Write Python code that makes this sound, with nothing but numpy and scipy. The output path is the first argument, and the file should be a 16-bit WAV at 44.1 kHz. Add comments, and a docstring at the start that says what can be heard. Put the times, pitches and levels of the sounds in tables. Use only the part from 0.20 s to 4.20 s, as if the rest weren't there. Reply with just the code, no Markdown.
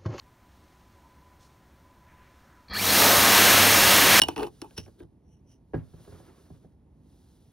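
"""Tiled washroom, a wall-mounted hand dryer heard from close by.
Ventilation (shaped noise with wavering tones) hums; a sleeve (grainy noise bands) rustles as a hand reaches in.
The motor clicks and chatters, then whines up close to full speed in about half a second, ringing its casing.
The air jet, noise that grows with motor speed, hisses loudly over a mains buzz, rings the duct
and roars on the hand."""
import sys
import numpy as np
from scipy import signal
from scipy.fft import rfft, irfft, next_fast_len
from scipy.io import wavfile
from scipy.ndimage import map_coordinates

SR = 44100
rng = np.random.default_rng(int(sys.argv[2]) if len(sys.argv) > 2 else 0)


def waveform_to_disk(signal):
    """Save audio, clipped to [-1, 1], as 16-bit WAV at the path in sys.argv[1]."""
    frames = np.transpose(np.atleast_2d(signal))
    scaled = np.clip(frames, -1, 1) * 32767
    samples = np.round(scaled).astype(np.int16)
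    wavfile.write(sys.argv[1], SR, samples)


N = 176400
T = np.arange(N) / SR


def amp(db):
    """Decibels to gain."""
    return 10 ** (np.asarray(db) / 20)


def unit(x):
    """Scale to rms 1."""
    return x / np.sqrt(np.mean(x ** 2) + 1e-20)


def along(points, hz):
    """Interpolate (Hz, value) points on a log frequency axis."""
    f, v = np.transpose(points)
    return np.interp(np.log(hz + 1), np.log(f + 1), v)


def level(points):
    """Gain over time from (s, dB) points."""
    return amp(np.interp(T, *np.transpose(points)))


def bell(x, centre, width):
    """Gaussian of peak 1; width is one standard deviation."""
    return np.exp(-.5 * ((x - centre) / width) ** 2)


def wobble(knots_per_s):
    """Smooth random curve through normal-distributed knots."""
    return map_coordinates(rng.standard_normal(N // 20), [T * knots_per_s + 2], mode="wrap")


def filtered(x, response):
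    """Multiply the spectrum of x by a response of frequency."""
    m = next_fast_len(N + SR // 2)
    return irfft(rfft(x, m) * response(np.fft.rfftfreq(m, 1 / SR)), m)[..., :N]


def noise(response):
    """Coloured noise of rms 1."""
    return unit(filtered(rng.standard_normal(N), response))


def rush(spectrum):
    """Noise of rms 1 with a (Hz, dB) spectrum."""
    return noise(lambda f: amp(along(spectrum, f)))


def resonances(rows):
    """Summed second-order band-pass responses of (Hz, width Hz, dB) rows."""
    return lambda f: sum(amp(db) * 1j * f * w / (c * c - f * f + 1j * f * w) for c, w, db in rows)


def tone(cycles):
    """Sine of rms 1 from its phase in cycles."""
    return np.sqrt(2) * np.sin(2 * np.pi * cycles)


# Ventilation spectrum. Each row: frequency in Hz, relative density in dB per Hz.
VENT_SPECTRUM = [(25, -8.5), (45, -9), (65, 3), (125, -6), (178, -7.5), (378, -11.5), (450, -19),
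                 (741, -15.5), (1110, -18), (2060, -23), (2600, -28), (4500, -31.5), (7000, -33.5),
                 (10400, -37.5), (15500, -36.5)]
# Ventilation tones. Each row: centre in Hz, standard deviation in Hz, relative gain in dB.
VENT_TONES = [(1001, 12, -2), (915, 10, -11.5), (555, 14, -13.5)]
# Swell of the tones. Each row: time in seconds, level in dB.
VENT_SWELL = [(.1, -68), (.72, -69), (.85, -61), (1.3, -67), (1.44, -71), (1.55, -64.5), (2.0, -64.5),
              (2.45, -67)]
VENT_DB = -58


def ventilation():
    """Steady low rush plus narrow noise bands, heard as wavering tones."""
    tones = noise(lambda f: sum(amp(db) * bell(f, hz, w) for hz, w, db in VENT_TONES))
    return amp(VENT_DB) * rush(VENT_SPECTRUM) + level(VENT_SWELL) * tones


# Sleeve rustles. Each row: peak in seconds, rise in seconds, fall in seconds, level in dB,
# centre in Hz, standard deviation in octaves.
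RUSTLES = [(.33, .06, 1, -72.5, 3770, 0.97), (1.21, .008, 0.07, -63.5, 4750, 0.72),
           (1.9, 0.035, .3, -64.5, 1560, .55), (2.04, .05, .16, -67, 1800, 0.79),
           (2.17, 0.11, 0.38, -73, 4500, 0.71), (2.29, 0.049, .13, -62, 1380, 0.32)]
RUSTLE_GRAIN_DB = 2


def sleeve():
    """Cloth swishes: grainy noise bands with exponential rise and fall."""
    out = np.zeros(N)
    for s, rise, fall, db, hz, octaves in RUSTLES:
        shape = np.exp(np.where(T < s, (T - s) / rise, (s - T) / fall))
        grain = amp(RUSTLE_GRAIN_DB * wobble(120))
        band = noise(lambda f: bell(np.log2((f + 1) / hz), 0, octaves))
        out += amp(db) * shape * unit(grain * band)
    return out


START_S, SPIN_UP_S = 2.4976, .295  # motor start, tanh time constant


def speed():
    """Share of full motor speed: a steady pull that levels off."""
    return np.tanh(np.maximum(T - START_S, 0) / SPIN_UP_S)


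# Mains buzz. Each row: frequency in Hz, level in dB.
BUZZ = [(100, -39.5), (200, -38.5)]
BUZZ_RISE_S, BUZZ_WAVER_DB, BUZZ_WAVER_RAD = 0.11, 2, 0.22


def buzz():
    """Mains ripple shakes the motor as soon as it draws current."""
    out = np.zeros(N)
    for hz, db in BUZZ:
        waver = amp(db + BUZZ_WAVER_DB * wobble(9))
        out += waver * tone(hz * T + BUZZ_WAVER_RAD * wobble(9.7) / (2 * np.pi))
    return out * (1 - np.exp(-np.maximum(T - START_S, 0) / BUZZ_RISE_S))


JET_START_S, JET_RISE_S, PUFF_SHARE, FLUTTER_DB = 2.534, .003, 0.17, 0.38


def flow(db_per_decade, full_speed):
    """Air gain: a first puff, then a power of motor speed until the jet is full."""
    share = np.clip(speed() / full_speed, PUFF_SHARE, 1)
    onset = (1 + np.tanh((T - JET_START_S) / JET_RISE_S)) / 2
    return amp(db_per_decade * np.log10(share) + FLUTTER_DB * wobble(14)) * onset


# Duct and wall-corner resonances. 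Each row: centre in Hz, width in Hz, relative gain in dB.
DUCT = [(280.2, 8.4, 1), (439.6, 17, -3), (538, 22, 0.5), (587, 11, 2.5), (679, 42, 1), (805, 17, -0.5),
        (917, 35, -1), (1067, 23, 2), (1183, 43, -0.5), (1467, 25, -2)]
# Ring of the duct. Each row: time in seconds, level at full flow in dB.
DUCT_SWELL = [(2.72, -29), (2.81, -22), (2.92, -23.5), (3.05, -25), (3.4, -27), (3.98, -28)]
# Roar spectrum of air on the hand. Each row: frequency in Hz, relative density in dB per Hz.
ROAR_SPECTRUM = [(100, -15), (500, -12.5), (1100, -4), (2000, 0.5), (3000, -1.5), (4500, -6.5),
                 (6500, -8.5), (9000, -13), (15800, -29)]
# Hand in the jet. Each row: time in seconds, level of the roar at full flow in dB.
HAND = [(2.72, -50), (2.82, -39), (3.02, -27.5), (3.16, -20), (3.32, -20), (3.56, -23), (3.76, -21.5),
        (3.86, -21), (3.99, -17)]
DUCT_DB_PER_DECADE, DUCT_FULL_SPEED = 82, 0.86


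def blast():
    """Air rings the duct and roars on the hand."""
    roar = level(HAND) * rush(ROAR_SPECTRUM)
    air = flow(DUCT_DB_PER_DECADE, DUCT_FULL_SPEED)
    ring = level(DUCT_SWELL) * noise(resonances(DUCT))
    return air * (ring + roar)


# Jet spectrum. Each row: frequency in Hz, relative density in dB per Hz.
HISS_SPECTRUM = [(25, -34), (60, -6), (120, -2), (400, 0.5), (1200, 0.5), (2500, -0.5), (4200, -.5),
                 (6200, -2.5), (8500, -5), (12500, -3), (15800, -6)]
# Jet loudness. Each row: time in seconds, level at full flow in dB.
HISS_LEVEL = [(2.75, -15.5), (2.86, -16), (2.96, -16.8), (3.2, -16.5), (3.33, -16.5), (3.5, -17.5),
              (3.72, -16.5), (3.81, -17.5), (3.98, -16.5)]
HISS_DB_PER_DECADE, HISS_FULL_SPEED = 34.5, 0.78
PULSE_HZ, PULSE_DEPTH = 101, 0.048


def hiss():
    """The jet leaves the slots as noise, pulsing slightly with the mains."""
    pulsing = 1 + PULSE_DEPTH * np.sin(2 * np.pi * PULSE_HZ * T)
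    return level(HISS_LEVEL) * flow(HISS_DB_PER_DECADE, HISS_FULL_SPEED) * rush(HISS_SPECTRUM) * pulsing


SQUEAL_DB, SQUEAL_HZ, SQUEAL_SIGMA_HZ = -37, 4440, 190
SQUEAL_AT_S, SQUEAL_SIGMA_S, SQUEAL_SHAKE_DB = 2.572, 0.022, 4


def squeal():
    """Short ragged noise band as the rotor gathers speed."""
    shape = bell(T, SQUEAL_AT_S, SQUEAL_SIGMA_S) * (T > START_S)
    band = noise(lambda f: bell(f, SQUEAL_HZ, SQUEAL_SIGMA_HZ))
    return amp(SQUEAL_DB) * shape * unit(band * amp(SQUEAL_SHAKE_DB * wobble(80)))


# Casing resonances. Each row: centre in Hz, width in Hz, relative gain in dB.
CASING = [(1230, 41, 2), (1820, 220, -1.5), (2320, 58, -2), (3330, 60, -1), (4270, 200, 4), (4540, 69, -4)]
CASING_TOP_HZ = 5100


def casing(f):
    """Casing response: summed resonances with a steep treble roll-off."""
    return resonances(CASING)(f) / (1 + (f / CASING_TOP_HZ) ** 12)


# Motor whine. 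Each row: multiple of shaft speed, level in dB.
ORDERS = [(4, -39.5), (8, -43)]
SHAFT_HZ, SPEED_JITTER = 1816, .035  # full speed, relative jitter
WHINE_RISE_S, WHINE_SHAKE_DB = 0.074, 2
WHINE_FADE_S, WHINE_FADE_DB_PER_S = 2.7, 14  # fade start, slope


def whine():
    """Shaft-speed multiples glide up with the motor, roughened by speed jitter."""
    turns = np.cumsum(SHAFT_HZ * speed() * (1 + SPEED_JITTER * wobble(400))) / SR
    tones = sum(amp(db + WHINE_SHAKE_DB * wobble(70)) * tone(round(k) * turns) for k, db in ORDERS)
    rise = np.clip((T - START_S) / WHINE_RISE_S, 0, 1)
    return tones * rise * amp(-WHINE_FADE_DB_PER_S * np.maximum(T - WHINE_FADE_S, 0))


# Kick-in clicks. Each row: start in seconds, level in dB.
KICKS = [(2.483, -49), (2.508, -47)]
KICK_DECAY_S = 0.0089
CHATTER_DB, CHATTER_AT_S, CHATTER_SIGMA_S = -35, 2.555, 0.032


def rattle():
    """Clicks and starting chatter: noise bursts ringing the casing."""
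    chatter = amp(CHATTER_DB) * bell(T, CHATTER_AT_S, CHATTER_SIGMA_S) * (T > START_S)
    clicks = sum(amp(db) * np.exp(-np.abs(T - s) / KICK_DECAY_S) * (T > s) for s, db in KICKS)
    contacts = rng.standard_normal(N)
    return filtered(contacts * (chatter + clicks), casing) / np.std(filtered(contacts, casing))


THUMP_DB, THUMP_HZ, THUMP_DECAY_S = -42.5, 85, .12


def jolt():
    """Low decaying thump at motor start."""
    decay = np.exp(-np.maximum(T - START_S, 0) / THUMP_DECAY_S) * (T > START_S)
    low = noise(lambda f: resonances([(THUMP_HZ, 2 * THUMP_HZ, 0)])(f) ** 2)
    return amp(THUMP_DB) * decay * low


CASING_RING_DB, RING_FADE_DB_PER_S = 8.5, 72  # gain before the fade, slope


def motor():
    """Rising whine, direct and through the casing, with rattle and jolt."""
    direct = whine()
    strain = amp(CASING_RING_DB - RING_FADE_DB_PER_S * np.maximum(T - WHINE_FADE_S, 0))
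    return direct + filtered(strain * direct, casing) + rattle() + jolt()


# Reverberation of the tiles. Each row: frequency in Hz, 60 dB decay time in seconds.
TILES = [(100, 0.54), (1000, 0.61), (4000, 0.32), (14000, 0.5)]
ROOM_DB = -11.5  # reverberant re direct


def washroom(x):
    """Direct sound plus a noise tail decaying per frequency, as off tiled walls."""
    hz, t, z = signal.stft(rng.standard_normal(SR // 2), SR, nperseg=256)
    decay = amp(-60 * t / along(TILES, hz)[:, None])
    tail = signal.istft(z * decay, SR, nperseg=256)[1]
    wet = signal.fftconvolve(x, tail / np.linalg.norm(tail))[:N]
    return (x + amp(ROOM_DB) * wet) / np.sqrt(1 + amp(ROOM_DB) ** 2)


def scene():
    """One microphone: both channels carry the same sound; buzz and ventilation bypass the reverberation."""
    mono = washroom(motor() + squeal() + hiss() + blast() + sleeve()) + buzz() + ventilation()
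    return np.array([mono, mono])


# Microphone dips. Each row: centre in Hz, standard deviation in Hz, depth in dB.
DIPS = [(4870, 180, 3), (7550, 440, 3), (10400, 250, 4.5)]
TOP_HZ = 15800


def record(dry):
    """Microphone response: treble dips and a band limit."""
    def response(f):
        limit = np.clip((TOP_HZ + 100 - f) / 200, 0, 1) ** 2
        return amp(-sum(db * bell(f, hz, w) for hz, w, db in DIPS)) * limit
    return filtered(dry, response)


dry = scene()
out = record(dry)
waveform_to_disk(out)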